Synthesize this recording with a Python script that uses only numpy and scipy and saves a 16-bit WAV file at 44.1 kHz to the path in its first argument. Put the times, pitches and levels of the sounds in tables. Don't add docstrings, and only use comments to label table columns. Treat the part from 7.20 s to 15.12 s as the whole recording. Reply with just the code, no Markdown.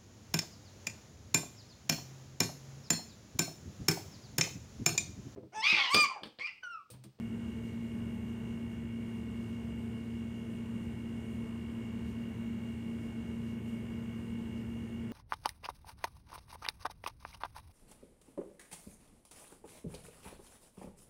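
import sys
import numpy as np
from scipy import signal
from scipy.fft import rfft, irfft
from scipy.io import wavfile
from scipy.ndimage import uniform_filter1d

SR = 44100
rng = np.random.default_rng(int(sys.argv[2]) if len(sys.argv) > 2 else 0)


def boost_factor(decibels):
    exponent = np.asarray(decibels, float) / 20
    return 10 ** exponent


def digitize_waveform(pressure):
    field = np.atleast_2d(pressure).T
    bounded = np.clip(field, -1, 1)
    quanta = np.round(bounded * 32767).astype(np.int16)
    wavfile.write(sys.argv[1], SR, quanta)


N = 349272


def walk(rate):
    hold = int(SR / rate)
    steps = np.repeat(rng.standard_normal(N // hold + 1), hold)
    return 1.25 * uniform_filter1d(uniform_filter1d(steps, hold), hold)[:N]


def tone(phase, db):
    return np.sqrt(2) * boost_factor(db) * np.sin(phase + 2 * np.pi * rng.random())


SHAFT_HZ = 57.639
KNOCK_S = .0066

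# t/s, change of turn rate/Hz
SHAFT_DRIFT = [
    (0, .005),
    (3.2, .005),
    (4.2, -.001),
    (5.2, -.006),
    (6.5, -.006),
    (7.2, -.001),
]


def shaft_phase(t):
    turn_hz = SHAFT_HZ + np.interp(t, *np.transpose(SHAFT_DRIFT))
    return 2 * np.pi * np.cumsum(turn_hz) / SR


# order of the shaft rate, level/dB
PUMP = [(1, -66.6), (2, -48.9), (4, -41.4), (5, -64.2), (6, -60.7), (7, -70.4), (8, -70.6), (9, -79.3),
        (10, -77.2), (15, -79.4), (16, -80.4), (17, -85.9), (19, -78.0), (21, -82.7)]


def pump_hum(turn):
    return sum(tone(order * turn, db) for order, db in PUMP)


SLIP_HZ, SLIP_START_S = 4.8, .117
WHINE_SWAY_DB = 0.5
RING_LAG_S, KNOCK_SCATTER_RAD, KNOCK_FROM_ORDER = .0045, .15, 44

# order of the shaft rate, level/dB, lower side tone/dB, upper side tone/dB
WHINE = [(26, -79.1, -20.0, -20.0), (27, -81.6, -13.1, -10.7), (31, -79.8, -13.3, -7.7),
         (32, -86.4, -13.9, -9.4), (33, -75.0, -13.0, -14.2), (35, -85.4, -14.6, -10.4),
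         (36, -86.0, -11.0, -8.2), (38, -67.1, -9.5, -15.4), (39, -82.2, 3.7, 0.8), (40, -82.0, 0.6, -5.9),
         (42, -84.3, -17.9, -7.7), (44, -86.3, -5.5, -3.5), (46, -86.8, -10.8, -7.9),
         (48, -73.1, -5.7, -3.6), (49, -69.3, -3.0, -8.4), (50, -82.7, -1.6, 0.4), (51, -92.2, 7.4, -20.0),
         (52, -93.7, 8.0, 7.5), (53, -97.6, 9.7, 2.3), (55, -92.3, 3.2, -15.5), (57, -80.9, -10.8, -12.9),
         (60, -89.0, -15.0, -11.5), (62, -91.7, -20.0, -20.0), (66, -96.4, -20.0, -15.9),
         (83, -95.1, -16.9, -20.0), (88, -96.7, -12.1, -20.0), (96, -93.8, -6.6, -10.9),
         (108, -95.8, -5.6, -20.0), (111, -92.8, -12.8, -10.7), (128, -94.2, -20.0, -16.7)]


def slot_whine(t, turn):
    rock = np.exp(2j * np.pi * SLIP_HZ * (t - SLIP_START_S))
    sway = boost_factor(WHINE_SWAY_DB * walk(2.52))
    out = np.zeros(N)
    for order, db, lower_db, upper_db in WHINE:
        lower = boost_factor(lower_db) / rock
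        upper = boost_factor(upper_db) * rock
        second_lower = np.minimum(np.abs(lower[0]), 1) * lower / rock
        second_upper = np.minimum(np.abs(upper[0]), 1) * upper * rock
        wobble = 1 - 1j * (lower + upper) - (second_lower + second_upper) / 2
        delay = KNOCK_S + RING_LAG_S * (order < KNOCK_FROM_ORDER)
        start = -2 * np.pi * order * SHAFT_HZ * delay + KNOCK_SCATTER_RAD * rng.standard_normal()
        whine = np.imag(wobble * np.exp(1j * (order * turn + start)))
        out += np.sqrt(2) * boost_factor(db) * np.roll(sway, order * 2900) * whine
    return out


def compressor():
    t = np.arange(N) / SR
    turn = shaft_phase(t)
    return pump_hum(turn) + slot_whine(t, turn)


OTHER_ORDERS_DB, OTHER_SPREAD_DB = 4, 4


def rattle():
    named = {round(row[0]) for row in [*PUMP, *WHINE]}
    orders = np.array([k for k in range(11, 230) if k not in named])
    scatter = OTHER_SPREAD_DB * rng.standard_normal(len(orders))
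    gain = boost_factor(air_db(orders * SHAFT_HZ) + OTHER_ORDERS_DB + scatter)
    spectrum = np.zeros(2049, complex)
    spectrum[orders] = np.sqrt(2) * 2048 * gain * np.exp(2j * np.pi * rng.random(len(orders)))
    place = np.arange(N) * SHAFT_HZ / SR % 1 * 4096
    return np.interp(place, np.arange(4096), irfft(spectrum), period=4096)


# f/Hz, level/dB
TONES = [
    (85.1, -55.6),
    (120.08, -69.7),
    (480.3, -71.4),
    (5643.8, -94),
    (5648.6, -98),
]


def steady_tones():
    t = np.arange(N) / SR
    return sum(tone(2 * np.pi * hz * t, db) for hz, db in TONES)


# f/Hz, density/dB per Hz
AIR_SPECTRUM = [(18, -99.5), (27, -94), (33, -84.3), (45, -85.5), (60, -91), (95, -76), (125, -86.5),
                (165, -77.5), (250, -82), (330, -76.0), (450, -81), (520, -84),
                (750, -95.5), (1000, -94), (1300, -96.0), (2000, -96.5), (2500, -101.8), (3100, -101.9),
        (3600, -108.0), (6000, -111.6), (9000, -107.9), (10800, -119.6), (12600, -113.7), (14000, -119.4),
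        (14700, -124.5), (15700, -125.5)]
# f/Hz, width/Hz, lift/dB
ROOM_MODES = [(53.4, 9.4, 10.2), (72.0, 16.3, 20.0), (108.7, 17.1, 10.1), (141.8, 22.5, 13.3),
              (169.6, 2.4, 3.7), (186.0, 14.7, 9.2), (201.7, 12.5, 12.8), (220.0, 18.1, 12.9),
              (235.8, 9.2, 10.5), (263.7, 30.0, 8.1), (279.4, 2.6, -7.5), (301.0, 6.6, 5.2),
              (307.6, 6.4, -9.9), (330.5, 2.4, 2.6), (351.0, 12.8, -6.0), (368.3, 4.4, 4.3),
              (381.5, 4.0, 2.8), (413.0, 3.2, -2.8), (448.0, 17.1, 5.6), (484.4, 28.3, -4.3)]
# f/Hz, width/Hz, lift/dB
CABINET = [(543, 37, -5.1), (655, 28, 5.4), (717, 8, 6.5), (745, 17, -4.5), (864, 97, 5.5), (936, 8, -4.5),
           (1032, 29, 4.0), (1282, 10, -3.4), (1498, 45, 2.3), (2182, 49, 6.5), (2253, 62, 5.3),
           (2343, 12, -3.0), (2790, 224, 6.5), (2822, 25, 5.9), (2971, 34, 8.0), (3302, 37, 4.4),
           (3411, 71, -3.5), (4629, 40, -3.0), (5445, 270, -2.2), (5647, 75, 5.1), (6325, 226, 3.0),
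           (6942, 321, 4.0), (7611, 103, -2.2), (8809, 80, 2.3), (9803, 209, 2.4), (11868, 47, 3.8),
           (12821, 57, 4.0), (13691, 240, 4.5), (14274, 250, 5.8), (15612, 98, 7.6)]


def air_db(hz):
    points = np.array(AIR_SPECTRUM)
    db = np.interp(np.log(np.maximum(hz, 1)), np.log(points[:, 0]), points[:, 1])
    for f, width, lift in [*ROOM_MODES, *CABINET]:
        db = db + lift / (1 + (2 * (hz - f) / width) ** 2)
    return db


def room_echo(hz):
    t60_s, wet_db = .2, -12
    n = np.arange(SR // 2)
    tail = rng.standard_normal(SR // 2) * boost_factor(-60 * n / SR / t60_s)
    wet = boost_factor(wet_db) * np.clip(hz / 1500 - .4, 0, 1)
    return (1 + wet * rfft(tail / np.sqrt(np.sum(tail ** 2)), N)) / np.sqrt(1 + wet ** 2)


SPURT_RISE_S, SPURT_FALL_S = .025, 0.032

# t/s, strength/dB, brightness/dB per octave
SPURTS = [(.02, 1, .5), (.47, 2, .3), (.93, .7, 1.1), (1.1, 1.5, 0), (1.52, 1.5, .3), (1.68, -1.0, 2),
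          (1.98, 1.0, 0), (2.25, 1, .9), (2.54, -2, -.3), (3.35, 1.5, .6), (3.7, .7, .7), (3.84, -.9, 0),
          (4.14, 2, 1.2), (4.46, -1.0, -1.1), (4.89, 2.5, 0), (5.03, 1.5, -.8), (5.3, 0, .6), (5.85, 2, 0),
          (6.07, .9, .4), (6.29, 2, -.8), (6.4, -1.5, 2), (6.49, 2.5, 1), (6.98, .8, 0), (7.15, -1.5, -.6),
          (7.38, 1.5, -2), (7.5, 1.2, .9), (7.87, -1.3, -.3)]


def spurts(t):
    out = np.zeros((2, len(t)))
    for start, *size in SPURTS:
        spread = np.where(t < start, SPURT_RISE_S, SPURT_FALL_S)
        out += np.outer(size, np.exp(-((t - start) / spread) ** 2 / 2))
    return out


AIR_DB = 0.27
DRAUGHT_SPLIT_HZ, CASING_SPLIT_HZ, COOLANT_SPLIT_HZ = 480, 2450, 3600
SPURT_CENTRE_HZ = 7500
RUMBLE_FOLLOWS, DRAUGHT_FOLLOWS, HISS_FOLLOWS = 1.1, .9, .7
RUMBLE_FLICKER_DB, DRAUGHT_PATCH_DB, CASING_PATCH_DB, HISS_PATCH_DB = 0.13, .9, 0.3, .8
SHARED_FLICKER_DB, CASING_PUFF_DB = .35, 1.8

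# t/s, change/dB
FLOW = [(0, -0.5), (.8, 0.2), (1.7, -.4), (2.3, .4), (3.1, -0.8), (3.5, 0.2), (4.2, 0.1), (4.7, 0.4),
        (5.1, .2), (5.6, -.3), (6.0, .4), (6.8, 0), (7.3, 0.2), (7.92, 0)]


def air():
    hz = np.fft.rfftfreq(N, 1 / SR)
    density = boost_factor(air_db(hz) + AIR_DB) * np.sqrt(SR / 2)
    noise = rfft(rng.standard_normal(N)) * density * room_echo(hz)
    t = np.arange(0, N, 64) / SR
    flow = np.interp(t, *np.transpose(FLOW))
    spurt, bright = spurts(t)
    shared = SHARED_FLICKER_DB * walk(9)

    def band(lo, hi, db, patch_db):
        surge = np.repeat(db - np.mean(db), 64)[:N] + shared + patch_db * walk(8)
        return boost_factor(surge) * irfft(noise * ((hz >= lo) & (hz < hi)), N)

    out = band(0, DRAUGHT_SPLIT_HZ, RUMBLE_FOLLOWS * flow, RUMBLE_FLICKER_DB)
    edges = np.geomspace(DRAUGHT_SPLIT_HZ, CASING_SPLIT_HZ, 6)
    for lo, hi in zip(edges, edges[1:]):
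        out += band(lo, hi, DRAUGHT_FOLLOWS * flow, DRAUGHT_PATCH_DB)
    puff = CASING_PUFF_DB * np.cos(2 * np.pi * SHAFT_HZ * (t - KNOCK_S))
    out += band(CASING_SPLIT_HZ, COOLANT_SPLIT_HZ, puff, CASING_PATCH_DB)
    edges = np.geomspace(COOLANT_SPLIT_HZ, 16500, 8)
    for lo, hi in zip(edges, edges[1:]):
        tilt = bright * np.log2(lo / SPURT_CENTRE_HZ)
        out += band(lo, hi, HISS_FOLLOWS * flow + spurt + tilt, HISS_PATCH_DB)
    return out


def scene():
    return (compressor() + rattle() + steady_tones() + air())[None]


def top_cut(x):
    return signal.sosfilt(signal.butter(12, 15755, fs=SR, output="sos"), x)


def record(dry):
    return top_cut(dry)


dry = scene()
out = record(dry)
digitize_waveform(out)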